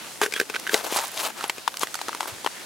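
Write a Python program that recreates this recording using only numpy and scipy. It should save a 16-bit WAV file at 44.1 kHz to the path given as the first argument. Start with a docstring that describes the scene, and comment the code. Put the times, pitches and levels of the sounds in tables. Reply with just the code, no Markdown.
"""An icy shoreline: shoes shift on crusty snow just under a phone.
The crust cracks as short rings with a low thud, a treble snap and a spray of crumbs; a hollow ice shelf rings along.
Packed snow crunches as dense filtered grains, single crystals tick as thin noise bursts, and the ice adds short tones.
Behind, slushy water washes softly as flickering bands of wide noise with faint ticks; the phone bumps once, low."""
import sys
import numpy as np
from scipy import signal
from scipy.fft import rfft, irfft
from scipy.io import wavfile
from scipy.ndimage import uniform_filter1d

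SR = 44100
rng = np.random.default_rng(int(sys.argv[2]) if len(sys.argv) > 2 else 0)


def unload_wav(signal):
    """Save mono or channel-first audio to the path in sys.argv[1] as 16-bit WAV at rate SR, clipped to [-1, 1]."""
    wavfile.write(
        sys.argv[1],
        SR,
        np.round(np.clip(np.atleast_2d(signal).T, -1, 1) * 32767).astype(np.int16),
    )


N = 116865  # length in samples
ATTACK_S = 0.0012  # onset of cracks and crystal ticks


def amp(db):
    """Decibels to amplitude."""
    return 10 ** (np.asarray(db) / 20)


def unit(x):
    """Scale to an RMS of 1."""
    return x / np.sqrt(np.mean(x ** 2))


def band(x, hz, width_hz):
    """Two-pole resonance, gain 1 at the centre."""
    centre_hz = min(hz, 0.4 * SR)
    return signal.lfilter(*signal.iirpeak(centre_hz, hz / width_hz, fs=SR), x)


def fade(t, t60):
    """Exponential decay that loses 60 dB in t60 seconds."""
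    return np.exp(-np.log(1000) * t / t60)


def walk(rate):
    """Random levels held 1 / rate s and slewed twice."""
    hold = int(SR / rate)
    steps = np.repeat(rng.standard_normal(N // hold + 1), hold)
    return uniform_filter1d(uniform_filter1d(steps, hold), hold)[:N]


def grains(rate, scatter_db):
    """Random clicks of either sign and uneven size, rate of them a second."""
    chance, sign, size = rng.random((3, N))
    clicks = (chance < rate / SR) * np.sign(sign - 0.5)
    return unit(clicks * amp(-scatter_db * np.log(size + 0.066)))


def tones(rows):
    """Short tones that swell and sink, from rows (start_s, length_s, pitch_hz, level_db)."""
    t, out = np.arange(N) / SR, np.zeros(N)
    for start_s, length_s, pitch_hz, level_db in rows:
        swell = np.abs(np.sin(np.pi * np.clip((t - start_s) / length_s, 0, 1))) ** 0.5
        sounding = (t > start_s) * (t < start_s + length_s)
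        out += amp(level_db) * swell * sounding * np.sin(2 * np.pi * pitch_hz * t)
    return out


# Cracks of the crust; thud and snap are relative to the crack, before THUD_DB and SNAP_DB:
# start_s [s], level_db [dB], ring_hz [Hz], thud_db [dB], snap_db [dB], snap_hz [Hz]
CRUST_CRACKS = [(0.2148, -6.5, 856, -13, -14.5, 6940), (0.2343, -16, 1530, -9, -16, 3980),
                (0.261, -12.5, 1570, -13.5, -14, 5700), (0.323, -19.5, 1660, -18, -3, 2380),
                (0.337, -19.5, 1610, -14, 2, 2330), (0.362, -10.5, 1630, -21, -15.5, 3170),
                (0.399, -2, 1607, -19.5, -15.5, 6100), (0.412, -13, 1660, -9, -10, 2420),
                (0.498, -14.5, 835, -13.5, -7.5, 2600), (0.546, -20.5, 2150, -13, -8, 2400),
                (0.562, -13.5, 1490, -34, -12, 2720), (0.673, -14, 1600, -40, -11.5, 2930),
                (0.693, -8.5, 1700, -24, -40, 2600), (0.733, -18.5, 1380, -2, -7, 3080),
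                (0.7421, -3.5, 1990, -10, -6.5, 3850), (0.7457, -3.5, 690, -23.5, -28, 2200),
                (0.923, -15.5, 865, -5, -9, 2980), (0.961, -5.5, 780, -19.5, -25, 4260),
                (1.249, -16, 1160, -20, -4.5, 3060), (1.44, -8, 860, -16.5, -17.5, 3260),
                (1.4961, -6, 873, -19.5, -7.5, 2070), (1.581, -24, 1080, -7.5, -5.5, 2525),
                (1.677, -2, 934, -30, -19.5, 3470), (1.832, -4, 1070, -18, -16.5, 3300),
                (1.942, -13, 1350, -31, -11, 6200), (1.953, -15.5, 830, -45, -7, 4570),
                (2.014, -14.5, 860, -60, -8.5, 4000), (2.083, -13.5, 1290, -13.5, -14.5, 4950),
                (2.091, -12.5, 895, -45, -25, 5480), (2.129, -18, 1210, -35, -16, 2820),
                (2.148, -13.5, 935, -18, -14.5, 4100), (2.2022, -27, 980, -40, -7, 2830),
                (2.206, -9.5, 830, -42, -12, 3280), (2.229, -17, 940, -21, -12.5, 3220),
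                (2.256, -17.5, 935, -18.5, -32, 5500), (2.445, -16.5, 930, -16, -11.5, 3270),
                (2.462, -6, 830, -14.5, -16, 2960), (2.472, -9.5, 950, -29, -22, 2920)]
RING_DB, THUD_DB, SNAP_DB, TAIL_DB = 3, 16, 15.5, -20  # the tail is relative to the snap
RING_T60_S, THUD_T60_S, SNAP_T60_S, TAIL_T60_S = 0.011, 0.0093, 0.0047, 0.038
THUD_HZ = 417
GLIDE, GLIDE_S = 1, 0.00051  # the ring starts this share sharp and drops to pitch


def cracks():
    """Breaking crust: a few cycles of ring, a low thud, a treble snap and a short spray of crumbs."""
    out, t = np.zeros(N + 2048), np.arange(2048) / SR
    noise = rng.standard_normal((len(CRUST_CRACKS), 2, 2048))
    rise = 1 - np.exp(-(t / ATTACK_S) ** 2)
    gliding_t = t + GLIDE * GLIDE_S * (1 - np.exp(-t / GLIDE_S))
    for row, (snap_noise, ring_noise) in zip(CRUST_CRACKS, noise):
        start_s, level_db, ring_hz, thud_db, snap_db, snap_hz = row
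        ring = np.sin(2 * np.pi * ring_hz * gliding_t) * fade(t, RING_T60_S) * amp(RING_DB)
        rough = unit(band(ring_noise, 1.3 * ring_hz, ring_hz))
        rough = rough * fade(t, 1.4 * RING_T60_S) * amp(-6)
        thud = -np.sin(2 * np.pi * THUD_HZ * t) * fade(t, THUD_T60_S) * amp(thud_db + THUD_DB)
        narrow = unit(band(snap_noise, snap_hz, 0.068 * snap_hz))
        broad = unit(band(snap_noise, snap_hz, 2 * snap_hz))
        hiss = unit(narrow + 1.7 * broad + 0.5 * snap_noise)
        snap_and_crumbs = fade(t, SNAP_T60_S) + amp(TAIL_DB) * fade(t, TAIL_T60_S)
        snap = hiss * snap_and_crumbs * amp(snap_db + SNAP_DB)
        out[int(start_s * SR):][:2048] += amp(level_db) * rise * (ring + rough + thud + snap)
    return out[:N]


# Centres of the treble bands, one a crystal size: pitch_hz [Hz]
CRYSTAL_SIZES = [2700, 3960, 6470, 9700, 14200]
GRAINS_PER_S, GRAIN_SCATTER_DB = 1400, 4


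def crystal_treble(body_grains):
    """Crystals of several sizes: grains open noise in resonant bands, the higher the shorter."""
    treble = 0
    for hz in CRYSTAL_SIZES:
        energy = body_grains ** 2 + grains(250, GRAIN_SCATTER_DB) ** 2
        # the energy decays with a time constant of three cycles
        energy = signal.lfilter([1], [1, -np.exp(-hz / (3 * SR))], energy)
        spray = unit(energy ** 0.5) + 0.25
        crystals = unit(band(spray * rng.standard_normal(N), hz, hz / 2))
        treble = treble + amp(2.9 * walk(70.03)) * crystals
    return unit(treble)


# Weight crushing snow, one row a press:
# start_s [s], rise_s [s], hold_s [s], fall_s [s], body_db [dB], treble_db [dB], body_hz [Hz]
SNOW_PRESSES = [(0.212, 0.0042, 0.018, 0.042, -22.5, -25, 1460),
                (0.333, 0.027, 0.062, 0.017, -36, -37, 1760), (0.531, 0.011, 0.02, 0.0073, -29, -38, 1680),
                (0.703, 0.028, 0.015, 0.007, -29.5, -25, 1330),
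                (0.747, 0.0044, 0.028, 0.063, -31, -29, 830), (0.83, 0.015, 0.028, 0.027, -29.5, -30, 654),
                (0.891, 0.02, 0.058, 0.016, -32.5, -29.5, 940),
                (0.963, 0.0036, 0.023, 0.11, -26, -25.5, 940),
                (1.119, 0.08, 0.073, 0.015, -31.5, -28.5, 790),
                (1.281, 0.006, 0.023, 0.0078, -37, -40, 890), (1.346, 0.034, 0.07, 0.067, -38.5, -39, 1070),
                (1.803, 0.011, 0.026, 0.013, -28.5, -25.5, 960),
                (2.206, 0.0098, 0.039, 0.02, -41.5, -40.5, 940),
                (2.269, 0.0072, 0.011, 0.041, -35, -33.5, 910)]
FADE_DB = 18  # a press rises from and falls to this far under its level
BODY_SHARPNESS = 0.76  # centre over width of each body resonance


def crunch():
    """Packed snow: crystals break in dense uneven bursts while the sole presses."""
    t, out = np.arange(N) / SR, np.zeros(N)
    body_grains = grains(GRAINS_PER_S, GRAIN_SCATTER_DB) * amp(2.63 * walk(120))
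    treble = crystal_treble(body_grains)
    for start_s, rise_s, hold_s, fall_s, body_db, treble_db, body_hz in SNOW_PRESSES:
        edges = start_s + np.cumsum([0, rise_s, hold_s, fall_s])
        pressure = amp(np.interp(t, edges, [-FADE_DB, 0, 0, -FADE_DB]))
        pressure = pressure * (t > start_s) * (t < edges[-1])
        width_hz = body_hz / BODY_SHARPNESS
        body = unit(band(band(body_grains, body_hz, width_hz), body_hz, width_hz))
        out += pressure * (amp(body_db) * body + amp(treble_db) * treble)
    return out


# Single crystals snapping: start_s [s], level_db [dB, before doubling], pitch_hz [Hz]
CRYSTAL_TICKS = [(.311, -28, 2590), (0.597, -23.5, 6870), (0.667, -20, 1730), (1.05, -26, 11500),
                 (1.07, -27, 9500), (1.08, -25.5, 8500), (1.116, -27, 10200), (1.142, -28, 8720),
                 (1.175, -17, 3280), (1.2, -17.5, 2850), (1.409, -19, 1290), (1.741, -21, 1480),
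                 (1.871, -23.5, 1740), (1.99, -23.5, 1290), (1.77, -17.5, 4500), (1.794, -20.5, 7500)]
TICK_T60_S, TICK_WIDTH = 0.0097, 0.71  # width as a share of the pitch


def ticks():
    """Single crystals: each snap is a thin noise burst around one pitch."""
    out, t = np.zeros(N + 1024), np.arange(1024) / SR
    envelope = (1 - np.exp(-t / ATTACK_S)) * fade(t, TICK_T60_S)
    noise = rng.standard_normal((len(CRYSTAL_TICKS), 1024))
    for (start_s, level_db, pitch_hz), burst in zip(CRYSTAL_TICKS, noise):
        burst = unit(band(burst, pitch_hz, TICK_WIDTH * pitch_hz))
        out[int(start_s * SR):][:1024] += 2 * amp(level_db) * burst * envelope
    return out[:N]


# Modes of the hollow ice: pitch_hz [Hz], t60_s [s], level_db [dB, before SHELF_DB]
SHELF_MODES = [(430, 0.053, -3.5), (1537, 0.023, -4)]
SHELF_UNTIL_S, SHELF_DB = 0.86, 5.5  # the foot is on the shelf until then


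def shelf(feet):
    """The hollow shelf, driven only while the foot is on it, rings at its own modes."""
    push = feet * (np.arange(N) < SHELF_UNTIL_S * SR)
    ringing = np.zeros(N)
    for pitch_hz, t60_s, level_db in SHELF_MODES:
        width_hz = np.log(1000) / np.pi / t60_s
        ringing += amp(level_db) * band(push, pitch_hz, width_hz)
    return amp(SHELF_DB) * ringing


# Short tones of the ice: start_s [s], length_s [s], pitch_hz [Hz], level_db [dB]
ICE_TONES = [(.216, 0.033, 425, -23), (.272, 0.02, 430, -31.5), (.345, 0.032, 3317, -31.5),
             (.417, 0.018, 430, -29.5), (.995, .045, 915, -33), (1.478, .007, 11100, -31)]


def ice_tones():
    """Short tones of the ice: low hollow rings near 430 Hz, a scrape's tail, high squeaks."""
    return tones(ICE_TONES)


# Bumps of the hand-held phone: start_s [s], pitch_hz [Hz], level_db [dB]
PHONE_BUMPS = [(2.315, 101.7, -37.5)]
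BUMP_S = 0.028


def bumps():
    """The hand-held phone bumps softly: a short low tone."""
    return tones([(start_s, BUMP_S, hz, db) for start_s, hz, db in PHONE_BUMPS])


def crumbs():
    """Slush and ice crumbs: faint random clicks through a broad resonance."""
    return unit(band(grains(350, 7.1), 1070, 2200)) * amp(-48)


# Colour of the water, relative: pitch_hz [Hz], level_db [dB per Hz]
WASH_COLOUR = [(15, -53), (25, -20.5), (335, -5.5), (439, -9), (734, -7.5), (911, -8), (10100, -13.5),
               (16000, -24.5)]
# Loudness of the water: time_s [s], level_db [dB]
WASH_LOUDNESS = [(.1, -39), (.46, -41.5), (.62, -38), (1.5, -41.5), (2.35, -39)]


def wash():
    """Slushy water: coloured noise in overlapping octave-spaced bands that flicker, wide in stereo."""
    colour_table, loudness = np.array(WASH_COLOUR), np.array(WASH_LOUDNESS)
    f = np.maximum(np.fft.rfftfreq(N, 1 / SR), 1)
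    colour = amp(np.interp(np.log(f), np.log(colour_table[:, 0]), colour_table[:, 1]))
    mid_spectrum, side_spectrum = (rfft(rng.standard_normal(N)) * colour for _ in range(2))
    water = 0
    for octave in range(-1, 10):
        share = np.clip(1 - abs(np.log2(f / 31.25) - octave), 0, 1)
        mid, side = irfft(mid_spectrum * share, N), irfft(side_spectrum * share, N)
        width = amp(max(8 - 2.84 * octave, -4))  # widest in the bass
        water = water + amp(2.13 * walk(11.81)) * (mid + width * side * np.array([[1], [-1]]))
    level_db = np.interp(np.arange(N) / SR, loudness[:, 0], loudness[:, 1])
    return unit(water) * amp(level_db)


FEET_LOW_HZ, SOFT_TOP_HZ = 197, 13200  # band of the cracks and crunch
# the left microphone picks up the feet's lows more strongly, below this pitch
LEFT_LOW_DB, LEFT_LOW_HZ = 6, 2310
SPREAD_DB, SPREAD_RATE = -9.5, 330  # how far, and how often a second, the breaking spot jumps


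def scene():
    """The left microphone hears more of the feet's lows; the breaking spot jumps about, over bumps and water."""
    feet_band = signal.butter(2, [FEET_LOW_HZ, SOFT_TOP_HZ], "band", fs=SR, output="sos")
    feet = signal.sosfilt(feet_band, cracks() + crunch()) + ticks()
    feet = feet + shelf(feet) + ice_tones()
    low = signal.lfilter(*signal.butter(2, LEFT_LOW_HZ, fs=SR), feet)
    left_low = np.tanh(np.log(amp(LEFT_LOW_DB)) / 2) * low
    jumps = amp(SPREAD_DB) * walk(SPREAD_RATE) * (feet - 0.36 * low)
    side = left_low + jumps
    bump = bumps()
    return np.array([feet + side + bump, feet - side + 0.48 * bump]) + wash() + crumbs()


GAIN_S, GAIN_KNEE_DB = 0.14, -27  # averaging time and knee of the turning down
GAIN_SLOPE = 0.225  # dB turned down per dB, well above the knee
TOP_HZ = 15900


def record(dry):
    """The phone thins the bass, turns down after loud moments, rounds the peaks and cuts the top."""
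    x = signal.sosfilt(signal.butter(2, 90, "high", fs=SR, output="sos"), dry)
    keep = np.exp(-1 / (GAIN_S * SR))
    loud = signal.lfilter([1 - keep], [1, -keep], np.mean(x ** 2, axis=0)) ** 0.5
    gain = (1 + (loud / amp(GAIN_KNEE_DB)) ** 2) ** (-GAIN_SLOPE / 2)
    rounded = np.tanh(x * gain)
    return signal.sosfilt(signal.ellip(10, 0.2, 80, TOP_HZ, fs=SR, output="sos"), rounded)


dry = scene()
out = record(dry)
unload_wav(out)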